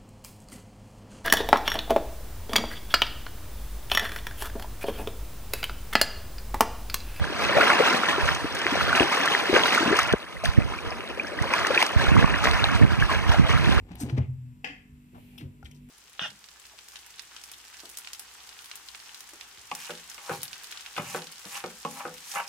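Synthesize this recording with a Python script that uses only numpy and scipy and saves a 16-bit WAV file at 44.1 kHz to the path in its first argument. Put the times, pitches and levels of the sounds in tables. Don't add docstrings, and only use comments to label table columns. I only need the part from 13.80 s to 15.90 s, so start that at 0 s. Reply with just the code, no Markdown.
import sys
import numpy as np
from scipy import signal
from scipy.fft import rfft, irfft, next_fast_len
from scipy.io import wavfile
from scipy.ndimage import uniform_filter1d

SR = 44100
rng = np.random.default_rng(int(sys.argv[2]) if len(sys.argv) > 2 else 0)


def voltage_ratio(level):
    return 10 ** (np.asarray(level, float) / 20)


def file_out(sig):
    cols = np.atleast_2d(sig).T
    lim = np.clip(cols, -1, 1)
    pcm = np.round(lim * 32767).astype(np.int16)
    wavfile.write(sys.argv[1], SR, pcm)


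N = 92610
t = np.arange(N) / SR

SHAFT_HZ, HUM_WOBBLE_DB, HUM_OPEN_DB, OPENS_S = 48.86, 3.5, 3.5, 1.48
AIR_DB, MIC_DB, HAND_DB, HAND_HZ = -58.5, -93, -68, 38
GRAIN_DB, SWELL_SHARE, PEEL_WET_DB = -3.2, .5, -15.5
SPREAD_DB, SPREAD_HZ = -5, 6000
SNAP_S, SNAP_DB, SNAP_RING_DB, SNAP_WET_DB = .8438, -24.5, -40.5, -3.5
SMEAR_S_PER_HZ, RATTLE_WIDTH_HZ = 2.5e-7, 110
PORT_LAG_S, PAN_DB, PAN_HZ = 16 / SR, 10, 2600
ROOM_ALIKE = 0.16
TOP_HZ = 15300

# multiple of shaft rate, level/dB
HUM_LINES = [(1, -63.5), (2.2, -71), (3, -61), (4, -68.5), (5, -58), (6, -74), (20, -88.5), (8.6, -82.5)]
# f/Hz, width/Hz, level/dB
PIPE_WHINE = [(2090, 90, -89), (2620, 90, -83), (7480, 500, -82), (11750, 200, -95)]
# f/Hz, level/dB
AIR_SPECTRUM = [(30, -8), (60, -3.5), (260, -8), (360, -26), (620, -29.5), (1300, -30), (2600, -32),
                (5000, -41)]
# t/s, level/dB
CABINET_HISS = [
    (0, -103),
    (1.3, -74),
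    (1.39, -64),
    (1.55, -64),
    (1.7, -75),
    (2.1, -70),
]
# t60/s, top of band/Hz
ROOM_BANDS = [(0.35, 1450), (0.44, 2600), (0.33, 10000)]
# t/s, length/s, level/dB, f/Hz, width/Hz
RUSTLE_BURSTS = [(1.829, 0.003, -60, 4000, 6000), (1.845, 0.035, -59, 4030, 8140),
                 (1.853, .005, -46, 3150, 400), (1.867, .005, -56, 2700, 1800),
                 (1.911, .008, -60, 5800, 1200), (1.945, .03, -64, 5500, 6000),
                 (1.858, 0.007, -56, 3140, 695), (1.852, 0.018, -55, 1890, 1200),
                 (1.911, 0.0086, -60.5, 2220, 400), (1.913, 0.017, -61.5, 3060, 500),
                 (1.911, 0.01, -59, 7400, 9200), (2.085, 0.04, -62, 900, 1500),
                 (2.085, .04, -64, 9000, 9000)]
# t/s, f/Hz, level/dB, t60/s
KNOCK_RINGS = [
    (1.8283, 1400, -44, .03),
    (1.8283, 800, -44, .03),
    (.8444, 770, -38, .07),
    (.8444, 2640, -35, .04),
    (.2965, 2000, -41, .025),
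    (.3762, 2050, -43, .02),
    (.3762, 500, -38, .06),
]
# t after contact/s, level/dB
SNAP_REBOUNDS = [(.0008, 0), (.0027, -4), (.0043, -3), (.0056, -3), (.0092, -9), (.0135, -10), (.0205, -9),
                 (.0296, -10), (.0455, -13), (.056, -14)]
# f/Hz, width/Hz, level/dB
CRACK_BODY = [(270, 120, -6), (490, 80, -13), (770, 150, -3), (1150, 400, -17), (1900, 600, -3),
              (2600, 500, -1), (3100, 450, -8), (4900, 1000, -16), (6600, 1500, -25), (10000, 6000, -34)]
# f/Hz, level/dB, t60/s
RATTLE_MODES = [(490, -13, 0.3), (755, -6, 0.16), (1750, -14, 0.45), (1980, -11, 0.3), (2110, -13, 0.35),
                (2400, -17, 0.4), (2500, -17, .3), (2635, -14, 0.3), (2830, -14, 0.25), (2965, -14, 0.2),
                (3150, -21, .3), (1150, -21, .2), (4840, -27, .2), (5250, -25, .1)]
# t/s, rumble/dB, scrape/dB
SWING_EFFORT = [
    (1.31, -70, -87),
    (1.36, -52.5, -67),
    (1.46, -68, -81),
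    (1.57, -59.5, -68),
    (1.64, -49.5, -77.5),
    (1.72, -65, -92),
    (1.86, -61, -83),
    (2.11, -73.5, -88),
]
# t/s, rumble/dB, scrape/dB
PULL_EFFORT = [
    (0, -61.5, -76),
    (.085, -53.5, -67),
    (.115, -45.5, -56),
    (.18, -57, -58),
    (.235, -40.5, -50.5),
    (.33, -44, -55),
    (.39, -43, -59),
    (.45, -46.5, -69.5),
    (.53, -70.5, -88.5),
]
# t/s, length/s, level/dB, f/Hz, width/Hz
PEEL_BURSTS = [(.091, 0.006, -55, 1200, 1600), (.112, 0.021, -55, 780, 2370), (.13, 0.21, -62, 5200, 9000),
               (.1545, .003, -43, 12500, 6000), (.155, 0.0034, -50, 2800, 2500),
               (.2, 0.027, -42.5, 7600, 7000), (.212, 0.036, -48.5, 7000, 10000),
               (.21, 0.033, -49.5, 1140, 2500), (.18, 0.05, -54, 6800, 5940),
               (.2955, .008, -41, 1800, 2000), (.299, .012, -56, 5000, 5000), (.116, .004, -57, 4500, 4000),
               (.205, .008, -48, 12000, 3000), (.222, .012, -47, 8500, 3000), (.4, .05, -57, 2300, 900),
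               (.366, 0.024, -55, 2200, 2520), (.376, 0.012, -43.5, 2000, 1400),
               (.377, .008, -53, 5000, 2500), (.372, 0.031, -39, 536, 616), (1.346, 0.021, -53.5, 885, 770),
               (1.375, 0.025, -58, 550, 500), (1.578, 0.004, -47, 3100, 700), (1.582, .005, -45, 2950, 700),
               (1.588, .005, -50, 3000, 600), (1.578, 0.009, -54, 5300, 700),
               (1.578, .014, -53, 11500, 6000), (1.59, .05, -65, 10000, 8000), (1.578, .012, -58, 900, 900),
               (1.585, 0.05, -56, 2500, 2200), (1.608, .012, -54, 2000, 1600),
               (1.61, 0.021, -60.5, 585, 600)]
# t/s, f/Hz, level/dB, rise/s, t60/s
PANEL_BLOWS = [(0.01, 50, -46, .02, .3), (.17, 118, -46, .015, .15), (1.33, 170, -52, .015, .15),
               (.0, 93, -41.5, 0.013, 0.2), (0.103, 177.5, -40, 0.0081, 0.28),
               (0.132, 62, -41, 0.017, 0.23), (.208, 285.7, -35.5, 0.0094, 0.32),
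               (.228, 235, -27.5, .008, .08), (0.227, 80, -36.5, 0.0088, 0.34),
               (0.23, 127, -33, 0.012, 0.28), (0.301, 333, -43, .02, 0.21), (0.321, 127, -22, 0.011, 0.71),
               (0.371, 89.2, -25, 0.037, 0.18), (.372, 246, -27.5, 0.0077, 0.13),
               (.375, 391, -37, 0.0024, 0.11), (0.376, 127.8, -20.5, 0.019, 0.31),
               (.385, 206.6, -36.5, 0.0066, 0.16), (0.461, 127.6, -28.5, 0.042, 0.27),
               (0.479, 86.6, -40.5, 0.018, 0.57), (0.569, 124.2, -39, 0.017, 1),
               (1.31, 142.6, -60, 0.022, 0.26), (0.889, 280.3, -45, 0.016, 0.16),
               (1.119, 71.6, -47.5, 0.01, 0.21), (1.61, 288.5, -42, 0.0096, 0.12),
               (1.625, 138.4, -37.5, 0.0042, .35), (1.64, 89.4, -43, 0.017, 0.28),
               (1.837, 73, -39.5, 0.0064, 0.15)]
RING_STOPS = [.369, 0.429, 0.737]


def unit(x):
    return x / np.sqrt(np.mean(x ** 2))


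def decay(u, t60_s):
    return np.exp(-np.log(1000) * u / t60_s)


def shape(x, gain):
    n = x.shape[-1]
    size = next_fast_len(n + 4096)
    hz = np.arange(size // 2 + 1) * SR / size + 1
    return irfft(rfft(x, size) * gain(hz), size)[..., :n]


def colour(table):
    f, db = np.array(table).T
    return lambda hz: voltage_ratio(np.interp(np.log(hz), np.log(f), db))


def band(centre_hz, width_hz):
    return lambda hz: 1 / (1 + ((hz - centre_hz ** 2 / hz) / width_hz) ** 2)


def walk(rate_hz):
    k = int(SR / rate_hz)
    steps = np.repeat(rng.standard_normal(N // k + 1), k)
    return 1.09 * uniform_filter1d(uniform_filter1d(steps, k), k)[:N]


def ports(x, side, pan_db):
    def port(s):
        def gain(hz):
            lead = np.exp(1j * np.pi * hz * s * side * PORT_LAG_S)
            return lead * voltage_ratio(s * pan_db / 2 * band(PAN_HZ, 6000)(hz))
        return gain
    return np.array([shape(x, port(0.91)), shape(x, port(-1.248))])


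def room(x, side, wet_db):
    u = t[:SR // 2]
    noise = rng.standard_normal((3, SR // 2))
    onset = 1 - np.exp(-u / 0.0019)
    tail, below = 0, 0
    for t60_s, top_hz in ROOM_BANDS:
        low = shape(noise, lambda hz: 1 / (1 + (hz / top_hz) ** 6))
        tail = tail + (low - below) * decay(u, t60_s) * onset
        below = low
    tail = tail / np.sqrt(np.sum(tail[0] ** 2))
    wet = signal.fftconvolve(x[None], tail, axes=1)[:, :N] * voltage_ratio(wet_db)
    shared = x + np.sqrt(ROOM_ALIKE) * wet[0]
    return ports(shared, side, PAN_DB) + np.sqrt(1 - ROOM_ALIKE) * wet[1:]


def air():
    n = rng.standard_normal((7, N))
    diffuse = shape(n[1:3], lambda hz: hz / (hz + 400) + 1500 / (hz ** 2 + 900))
    floor = shape(ports(n[0], 0.93, 5.7) + diffuse, colour(AIR_SPECTRUM))
    floor = voltage_ratio(AIR_DB + 1.1 * walk(6)) * unit(floor)
    cold = shape(n[3] + 2.4 * n[5:], lambda hz: band(2500, 1500)(hz) + 0.3 * band(12000, 9000)(hz))
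    cold = unit(cold) * voltage_ratio(np.interp(t, *np.array(CABINET_HISS).T) + 0.5 * walk(24.25))
    return floor + cold + voltage_ratio(MIC_DB) * np.array([n[4], n[1]])


def compressor():
    phase = 2 * np.pi * np.cumsum(SHAFT_HZ * (1 + 0.0029 * walk(3.68))) / SR
    opened_db = HUM_OPEN_DB / (1 + np.exp(-(t - OPENS_S) / .08))
    hum, whine = np.zeros(N), np.zeros(N)
    for k, db in HUM_LINES:
        level = voltage_ratio(db + opened_db + HUM_WOBBLE_DB * walk(11.02))
        hum += level * np.sin(k * phase + rng.uniform(0, 4.93))
    for hz, width_hz, db in PIPE_WHINE:
        whine += voltage_ratio(db) * unit(shape(rng.standard_normal(N), band(hz, width_hz)))
    return 2 ** .5 * hum + ports(whine, 0.94, 2)


def hand():
    return voltage_ratio(HAND_DB) * unit(shape(rng.standard_normal((2, N)), band(HAND_HZ, 22)))


def knocks(rows):
    out = np.zeros(N)
    for s, hz, db, t60_s in rows:
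        u = np.maximum(t - s, 0)
        out += voltage_ratio(db) * decay(u, t60_s) * np.sin(2 * np.pi * hz * u)
    return out


def crackle(table):
    out, u = np.zeros(N), t[:SR // 5]
    for s, length_s, db, hz, width_hz in table:
        i = int(s * SR)
        grain = np.repeat(rng.standard_normal(len(u) // 40 + 1), 40)[:len(u)]
        n = rng.standard_normal(len(u)) * voltage_ratio(GRAIN_DB * grain)
        attack_s = 0.0011 + SWELL_SHARE * max(length_s - .033, 0)
        release = np.exp(-np.maximum(u - length_s / 2, 0) / (.5 * length_s))
        env = np.minimum(u / attack_s, 1) * release
        x = shape(env * n, lambda f: 1 / (1 + 1j * (f - hz ** 2 / f) / width_hz) ** 2)
        out[i:i + len(u)] += (voltage_ratio(db) * unit(x) * np.sqrt(np.mean(env ** 2)))[:N - i]
    return out


def snap():
    hits = np.zeros(N)
    for s, db in SNAP_REBOUNDS:
        hits[int((SNAP_S + s) * SR)] = voltage_ratio(db)

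    def body(f):
        power = sum((voltage_ratio(db) * band(hz, width_hz)(f)) ** 2 for hz, width_hz, db in CRACK_BODY)
        return np.sqrt(power) * np.exp(-1j * np.pi * SMEAR_S_PER_HZ * f ** 2)
    crack = shape(hits, body)
    u, ring = np.maximum(t - SNAP_S, 0), np.zeros(N)
    for hz, db, t60_s in RATTLE_MODES:
        mode = unit(shape(rng.standard_normal(N), band(hz, RATTLE_WIDTH_HZ)))
        ring += voltage_ratio(db) * decay(u, t60_s) * mode
    return voltage_ratio(SNAP_DB) * crack / crack.max() + voltage_ratio(SNAP_RING_DB) * ring * np.minimum(u / .002, 1)


def drag(effort):
    def slips(rate_hz):
        hit = rng.random(N) < rate_hz / SR
        return hit * rng.standard_normal(N) * voltage_ratio(rng.standard_normal(N))

    def level(db):
        return voltage_ratio(np.interp(t, s, db, left=-120, right=-120))
    s, rumble_db, scrape_db = np.array(effort).T
    rumble = shape(slips(500), lambda hz: (band(260, 260)(hz) + 1.8 * band(90, 80)(hz)
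                                           + 0.03 * band(450, 200)(hz)))
    scrape = shape(slips(1500), lambda hz: band(800, 200)(hz) + 0.21 * band(2200, 2500)(hz))
    return level(rumble_db) * unit(rumble) + level(scrape_db) * unit(scrape)


def seal_spread():
    x = shape(crackle(PEEL_BURSTS), lambda hz: 1 / (1 + (SPREAD_HZ / hz) ** 4))
    return voltage_ratio(SPREAD_DB) * np.array([x, -x])


def panel():
    out = np.zeros(N)
    for s, hz, db, rise_s, t60_s in PANEL_BLOWS:
        u = np.maximum(t - s, 0)
        swell = np.sin(np.pi / 2 * np.minimum(u / rise_s, 1)) ** 2
        env = swell * decay(np.maximum(u - rise_s, 0), t60_s)
        later = [c for c in RING_STOPS if c > s and 100 < hz < 150]
        if later:
            env = env / (1 + np.exp(np.clip((t - later[0]) / 0.0069, -50, 50)))
        out += voltage_ratio(db) * env * np.sin(2 * np.pi * hz * u)
    return 2 ** .5 * out


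def scene():
    background = air() + compressor() + hand()
    packets = room(crackle(RUSTLE_BURSTS), -0.913, -14) + room(knocks(KNOCK_RINGS[:2]), -0.3, -16)
    shelf = room(snap(), 0.9, SNAP_WET_DB)
    effort = room(drag(SWING_EFFORT), 1.0, -7) + room(drag(PULL_EFFORT), 0.41, -11)
    seal = seal_spread() + room(crackle(PEEL_BURSTS) + knocks(KNOCK_RINGS[2:]), 0.876, PEEL_WET_DB)
    return background + packets + shelf + effort + seal + room(panel(), 0.6, -19)


def roll_off(x):
    return signal.sosfilt(signal.butter(12, 15640, fs=SR, output="sos"), x)


def record(dry):
    x = signal.sosfilt(signal.ellip(8, .2, 70, TOP_HZ, fs=SR, output="sos"), dry)
    x = signal.sosfilt(signal.butter(2, 40, "high", fs=SR, output="sos"), x)
    return roll_off(x)


dry = scene()
out = record(dry)
file_out(out)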